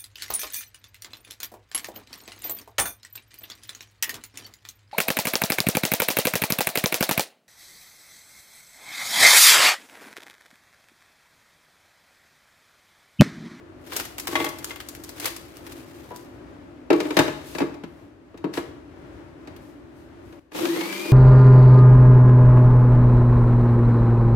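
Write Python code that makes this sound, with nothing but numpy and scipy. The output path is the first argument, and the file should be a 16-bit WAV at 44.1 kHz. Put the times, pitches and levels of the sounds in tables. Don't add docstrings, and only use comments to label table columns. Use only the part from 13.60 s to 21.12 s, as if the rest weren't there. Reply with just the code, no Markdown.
import sys
import numpy as np
from scipy import signal
from scipy.fft import rfft, irfft
from scipy.io import wavfile
from scipy.ndimage import uniform_filter1d

SR = 44100
rng = np.random.default_rng(int(sys.argv[2]) if len(sys.argv) > 2 else 0)


def master(y):
    cut = np.clip(np.atleast_2d(y).T, -1, 1)
    pcm = np.round(cut * 32767)
    wavfile.write(sys.argv[1], SR, pcm.astype(np.int16))


N = 331632

# (frequency [Hz], level [dB], ring time t60 [s])
BOWL_MODES = [(146.4, -1.5, 0.47), (186, 0, 0.17), (285, 0, 0.1), (306, 1.5, 0.18), (343, 6.5, 0.15),
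              (380, -8, 0.25), (423, -2.5, 0.16), (456.7, -6.5, 0.19), (623.5, 1, 0.19), (782, 1, 0.052),
              (857.5, 1, 0.11), (933, 0, 0.074), (1120, -9.5, 0.2), (1282, -16.5, 0.32),
              (1430, -27.5, 0.15), (1710, -6.5, 0.15), (2104, -8, 0.23), (2340, -4.5, 0.1),
              (2530, -12.5, 0.09), (2653, -5.5, 0.048), (3770, -9, 0.11)]
# (low edge [Hz], high edge [Hz], t60 of the contact noise [s], modes over noise [dB])
REGISTERS = [(159.7, 292, 0.1, -0.5), (277, 483, 0.051, 2.5), (467, 1476, 0.18, 1.5),
             (1375, 4100, 0.081, -4.5), (4460, 14500, 0.062, -41.5)]
# (frequency [Hz], level [dB])
FOIL_SPECTRUM = [(90, -43), (330, 12), (900, 4.5), (2200, 4.5), (4000, 0.5), (6500, -3), (10000, -4.5),
                 (14000, -2.5), (16000, -12)]


def undb(db):
    return 10 ** (np.asarray(db) / 20)


def over_hz(points, size):
    hz, value = np.transpose(points)
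    bin_hz = np.fft.rfftfreq(size, 1 / SR)
    return np.interp(np.log(bin_hz + 1), np.log(hz), value)


def colour(x, points):
    size = x.shape[-1]
    return irfft(rfft(x) * undb(over_hz(points, size)), size)


def unit(x):
    return x / np.sqrt(np.mean(x ** 2))


def band(x, low_hz, high_hz, order=3):
    edges = [low_hz, min(high_hz, SR / 2 - 1)]
    return signal.sosfilt(signal.butter(order, edges, "band", fs=SR, output="sos"), x)


def fade(t, t60):
    return np.exp(-np.log(1000) * t / t60)


def burst(t, rise, t60):
    return (1 - np.exp(-t / rise)) * fade(t, t60)


def noise(size):
    # (frequency [Hz], correlation [0 to 1])
    likeness_table = [(60, 1), (300, 0.66), (900, 0.09), (2200, 0.046), (6000, 0.028)]
    likeness = np.clip(over_hz(likeness_table, size), 0, 1)
    mid, side = rfft(rng.standard_normal((2, size)))
    mid = mid * np.sqrt(1 + likeness)
    side = side * np.sqrt(1 - likeness)
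    return unit(irfft([mid + side, mid - side], size))


def walk(rate):
    hold = max(int(SR / rate), 1)
    steps = np.repeat(rng.standard_normal(N // hold + 1), hold)[:N]
    return unit(uniform_filter1d(steps, hold))


def add(out, s, x):
    start = int(s * SR)
    out[:, start:start + x.shape[1]] += x[:, :N - start]


def pan(x, left_db):
    return x * undb(np.array([[1], [-1]]) * left_db / 2)


def strokes(rows, attack_s, release_s):
    t = np.arange(N) / SR
    envelope = 0
    for s, length, db in rows:
        before = np.maximum(s - t, 0)
        after = np.maximum(t - s - length, 0)
        envelope = envelope + undb(db) * np.exp(-before / attack_s - after / release_s)
    return envelope


def touch(voice_db, force_db, hardness, weight_db=0):
    hand_damping = 0.37
    octaves = np.log2([np.sqrt(low * high) / 1000 for low, high, *_ in REGISTERS])
    is_thump = np.arange(len(REGISTERS)) == 0
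    levels = force_db + np.array(voice_db) + hardness * octaves + weight_db * is_thump
    return levels, undb(-hand_damping * weight_db)


def blows(rows, voice_db, resonances, ring_db, contact):
    # (frequency [Hz], level [dB])
    shell = [(900, 5), (1400, 1.5), (2600, 0.5), (3200, -6), (3900, -9.5), (6000, -19), (10000, -26.5)]
    out, t = np.zeros((2, N)), np.arange(SR // 2) / SR
    hz, mode_db, t60 = np.transpose(resonances)[:, :, None]
    attack = SR // 50
    for s, *blow in rows:
        levels, sustain = touch(voice_db, *blow)
        place, detune, left, right = rng.standard_normal((4, len(resonances), 1))
        modes = undb(mode_db + 2 * place) * fade(t, t60 * sustain)
        angle = 2 * np.pi * hz * (1 + 0.0062 * detune) * t
        ring = np.array([np.sum(modes * np.sin(angle + lag * np.sqrt(hz / 2200)), 0) for lag in (left, right)])
        rub = colour(noise(len(t)), shell)
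        for db, (low_hz, high_hz, rub_t60, share_db) in zip(levels, REGISTERS):
            crack = band(rub * burst(t, rise=0.0013, t60=rub_t60 * contact), low_hz, high_hz)
            crack = crack / crack[:, :attack].std()
            tone = band(ring, low_hz, high_hz)
            tone = tone / tone[:, :attack].std()
            hit = crack + undb(share_db + ring_db) * tone
            add(out, s, undb(db) * hit / hit[:, :attack].std())
    return out


def motor_whine(running_s):
    # (multiple of the shaft rate, level [dB])
    orders = [(1, -5), (3, -7), (10.6, -6), (12, 3.5), (24, -8)]
    final_shaft_hz, run_up_s = 205.8, 0.143
    whine_db, whine_growth = -39.5, 1.3
    speed = 1 - np.exp(-running_s / run_up_s)
    shaft_hz = final_shaft_hz * speed * (1 + 0.017 * walk(300))
    angle = 2 * np.pi * np.cumsum(shaft_hz) / SR
    lines = 0
    for multiple, db in orders:
        shake = min(multiple / 10, 1) * np.array([walk(110), walk(110)])
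        flutter_db = 2.2 * walk(70)
        lines = lines + undb(db + flutter_db) * np.sin(multiple * angle + shake)
    return undb(whine_db) * speed ** whine_growth * lines


def chopping(running_s):
    # (frequency [Hz], level [dB])
    housing_spectrum = [(40, -31), (130, -15), (230, -4), (290, 2), (340, 19), (420, 1), (520, -4),
                        (750, -9), (1100, -13.5), (1600, -40), (4000, -39.5)]
    crumb_spectrum = [(300, -34.5), (900, -1.5), (1500, -4.5), (2200, -4.5), (3200, -3.5), (5000, -8.5),
                      (7000, -11.5), (10000, -13), (14000, -11), (16000, -24)]
    bite_delay_s, bite_rise_s = 0.039, 0.0092
    whole_biscuit_db, break_up_s = 5.5, 0.16
    rumble_db, spray_db = -33, -37.5
    bite = (running_s > 0) * (1 + np.tanh((running_s - bite_delay_s) / (2 * bite_rise_s))) / 2
    load = bite * undb(whole_biscuit_db * np.exp(-running_s / break_up_s))
    housing = unit(colour(noise(N), housing_spectrum)) * undb(3.8 * walk(25))
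    crumbs = unit(colour(noise(N), crumb_spectrum)) * undb(1.4 * walk(600))
    return load * (undb(rumble_db) * housing + undb(spray_db) * crumbs)


def processor():
    # (time [s], force [dB], hardness [dB per octave])
    chops = [(6.918, -44.5, -1.5), (6.947, -36, -4.5), (6.987, -36, -1.8), (7.028, -36, -4),
             (7.052, -31, 1.5), (7.16, -34.5, -4.5), (7.208, -30, 0), (7.254, -37, -2), (7.325, -37, 1.8),
             (7.453, -38, -6.5)]
    chop_voice_db = [-20, -2, -3, -1.5, -10]
    switch_on_s = 6.912
    running_s = np.maximum(np.arange(N) / SR - switch_on_s, 0)
    strikes = blows(chops, chop_voice_db, BOWL_MODES, ring_db=-4.5, contact=0.58)
    return motor_whine(running_s) + chopping(running_s) + strikes


def lid():
    # (time [s], force [dB], hardness [dB per octave], weight behind it [dB])
    knocks = [(3.303, -18.5, -2.44, -11.5), (3.328, -26.5, -0.2, -1.5), (3.402, -29.5, 1.74, 4),
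              (3.453, -34, -2.5, -14.5), (3.505, -30, -0.2, -8), (3.568, -17.5, 1.46, 3),
              (3.589, -15, 0.9, 4), (3.679, -30.5, -0.6, -2), (3.949, -33.5, 0.5, 4.5),
              (3.983, -31.5, 1.7, -0.5), (4.003, -27.5, -2, 5), (4.017, -29.5, -2.5, -3),
              (4.141, -48.5, 1, 4), (4.236, -40.5, -1, 11.5), (4.742, -50.5, -4.5, 3), (4.774, -52, 2, -3),
              (4.841, -32, -4, 2), (4.937, -42, 4, 7), (4.973, -28.5, -1, -3.5), (5.873, -44, 0, 4),
              (6.725, -51, 0, 1.5)]
    lid_voice_db = [-7.5, 3.5, -1, -3, -12]
    # (time [s], length [s], level [dB])
    scrapes = [(3.36, 0.27, -46.5), (3.6, 0.06, -43), (3.7, 0.24, -53.5), (4.945, 0.04, -41)]
    out = blows(knocks, lid_voice_db, BOWL_MODES, ring_db=-1.5, contact=0.71)
    t = np.arange(SR // 2) / SR
    ping = np.sin(2 * np.pi * 985 * t) + band(noise(len(t)), 270, 910, order=2) * 6.5
    add(out, 2.508, undb(-36) * ping * fade(t, t60=0.21))
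    thud = unit(band(noise(len(t)), 72, 125, order=2)) * burst(t, rise=0.004, t60=0.3)
    add(out, 3.59, undb(-32) * thud)
    scrape = unit(band(colour(noise(N), FOIL_SPECTRUM), 300, 11000, order=1))
    scrape = scrape * undb(2 * walk(200))
    return pan(out + scrape * strokes(scrapes, attack_s=0.008, release_s=0.035), left_db=0.4)


def biscuits():
    # (time [s], force [dB], hardness [dB per octave])
    drops = [(0.684, -42, -7), (0.727, -35.5, -6), (0.754, -21.5, 0.9), (0.802, -26.5, -2.5),
             (0.843, -31.5, -1.3), (0.864, -31.5, 0), (1.107, -40.5, 4)]
    drop_voice_db = [-19.5, -4, -1, 0.5, -15.5]
    # (frequency [Hz], level [dB], ring time t60 [s])
    biscuit_modes = [(1121, -1.5, 0.25), (2087, 11, 0.054), (3326, 8.5, 0.022)]
    return blows(drops, drop_voice_db, BOWL_MODES + biscuit_modes, ring_db=6.5, contact=1.0)


def crackle(rate, spread_db, t60):
    chance = rng.random(N)
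    size = np.minimum(rng.exponential(size=N), 4)
    energy = (chance < rate / SR) * undb(spread_db * size) ** 2
    return unit(np.sqrt(signal.lfilter([1], [1, -fade(1 / SR, t60) ** 2], energy)))


def crackly_ticks_and_rustle():
    # (time [s], crack level [dB], sizzle over crack [dB])
    ticks = [(0.32, -33, -14), (0.364, -31, 8), (0.398, -29, -1.5), (0.45, -37.5, -0.5),
             (0.581, -33.5, 0.5), (0.597, -38, 7.5), (0.671, -28.5, -1), (0.843, -36, 5.5),
             (0.888, -40.5, 6), (0.985, -56.5, 16.5), (1.044, -34.5, 6), (1.159, -39, -5),
             (1.201, -35.5, -4.5), (1.286, -42, 7.5), (1.349, -42.5, 1), (1.436, -47.5, 8.5),
             (1.491, -42.5, 4), (1.598, -36.5, 3.5), (1.655, -26, 2.5), (1.763, -40, 3.5),
             (1.968, -48.5, 3), (2.065, -41, -5), (2.119, -44.5, 0.5), (2.561, -48.5, 7),
             (5.963, -49, -4.5)]
    # (time [s], length [s], rustle level [dB])
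    grips = [(0.335, 0.064, -34.5), (0.715, 0.15, -37), (1.08, 0.025, -45), (1.645, 0.037, -33),
             (2.11, 0.084, -54.5)]
    # (time [s], length [s], rustle level [dB])
    creep = [(0.358, 2.266, -54)]
    handling = strokes(grips, attack_s=0.034, release_s=0.02) + strokes(creep, attack_s=0.016, release_s=0.068)
    rustle = unit(colour(noise(N), FOIL_SPECTRUM))
    out = rustle * crackle(rate=450, spread_db=2.5, t60=0.041) * handling
    t = np.arange(SR // 8) / SR
    attack = SR // 125
    for s, crack_db, sizzle_db in ticks:
        jerks = undb(2.9 * np.repeat(rng.standard_normal(len(t)), SR // 700)[:len(t)])
        tick = colour(noise(len(t)), FOIL_SPECTRUM) * burst(t, rise=0.00046, t60=0.058) * jerks
        crack = band(tick, 716, 4600)
        sizzle = band(tick, 4500, 17000)
        add(out, s, undb(crack_db) * crack / crack[:, :attack].std())
        add(out, s, undb(crack_db + sizzle_db) * sizzle / sizzle[:, :attack].std())
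    return out


def rubbing():
    # (time [s], length [s], level [dB])
    rubs = [(3.87, 0.11, -48.5), (4.28, 0.15, -71), (6.02, 0.08, -64), (6.37, 0.05, -66.5),
            (6.66, 0.08, -66)]
    hiss = unit(band(colour(noise(N), FOIL_SPECTRUM), 3500, 16000, order=1))
    return hiss * strokes(rubs, attack_s=0.03, release_s=0.05)


def tiles(x, wet_db, t60, treble_t60, gap_s):
    t = np.arange(SR) / SR
    tail = noise(SR)
    low_tail = band(tail, 80, 5600, order=1) * fade(t, t60)
    treble_tail = band(tail, 4000, 17000, order=1) * fade(t, treble_t60)
    tail = (low_tail + treble_tail) * np.clip(t / gap_s - 1, 0, 1)
    tail = unit(tail) / np.sqrt(SR)
    bass = colour(x, [(500, 0), (1500, -30)])
    field = x - bass + bass.mean(0)
    return undb(wet_db) * signal.fftconvolve(field, tail, axes=1)[:, :N]


def background():
    # (frequency [Hz], level [dB])
    air_spectrum = [(15, -31.5), (25, -56.5), (53, -3.5), (99, -3), (217, -11.5), (242, -11.5), (270, -5),
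                    (335, -1.5), (489, -13.5), (575, -8), (714, -14.5), (1700, -20.5), (3620, -33),
                    (12500, -49), (16000, -53.5)]
    # (frequency [Hz], width [Hz], level [dB])
    drone_bands = [(255.1, 5, -56), (292.6, 14.4, -52.5), (339.2, 19, -52)]
    dip_at_s, dip_half_s, dip_db = 4.47, 0.34, -4.5
    drop_at_s, drop_db = 6.795, -13.5
    t = np.arange(N) / SR
    air = unit(colour(noise(N), air_spectrum)) * undb(-45.5 + 1.4 * walk(6))
    drone = 0
    for hz, width, db in drone_bands:
        drone = drone + undb(db) * unit(band(noise(N), hz - width / 2, hz + width / 2, order=2))
    dip = np.exp(-((t - dip_at_s) / dip_half_s) ** 2)
    return (air + drone) * undb(dip_db * dip + drop_db * (t > drop_at_s))


def scene():
    counter = processor() + lid() + biscuits() + crackly_ticks_and_rustle() + rubbing()
    echo = tiles(counter, wet_db=-9.5, t60=0.66, treble_t60=0.31, gap_s=0.0022)
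    return counter + echo + background()


def record(dry):
    # (frequency [Hz], left minus right [dB])
    lean_table = [(80, 4), (300, 1), (700, 5.5), (2000, 3.5), (16000, 2.5)]
    top_hz = 16200
    lean = undb(np.array([[1], [-1]]) * over_hz(lean_table, N) / 2)
    lean = lean / np.sqrt(np.mean(lean ** 2, 0))
    heard = np.tanh(irfft(rfft(dry) * lean, N))
    return signal.sosfilt(signal.ellip(10, 0.2, 70, top_hz, fs=SR, output="sos"), heard)


dry = scene()
out = record(dry)
master(out)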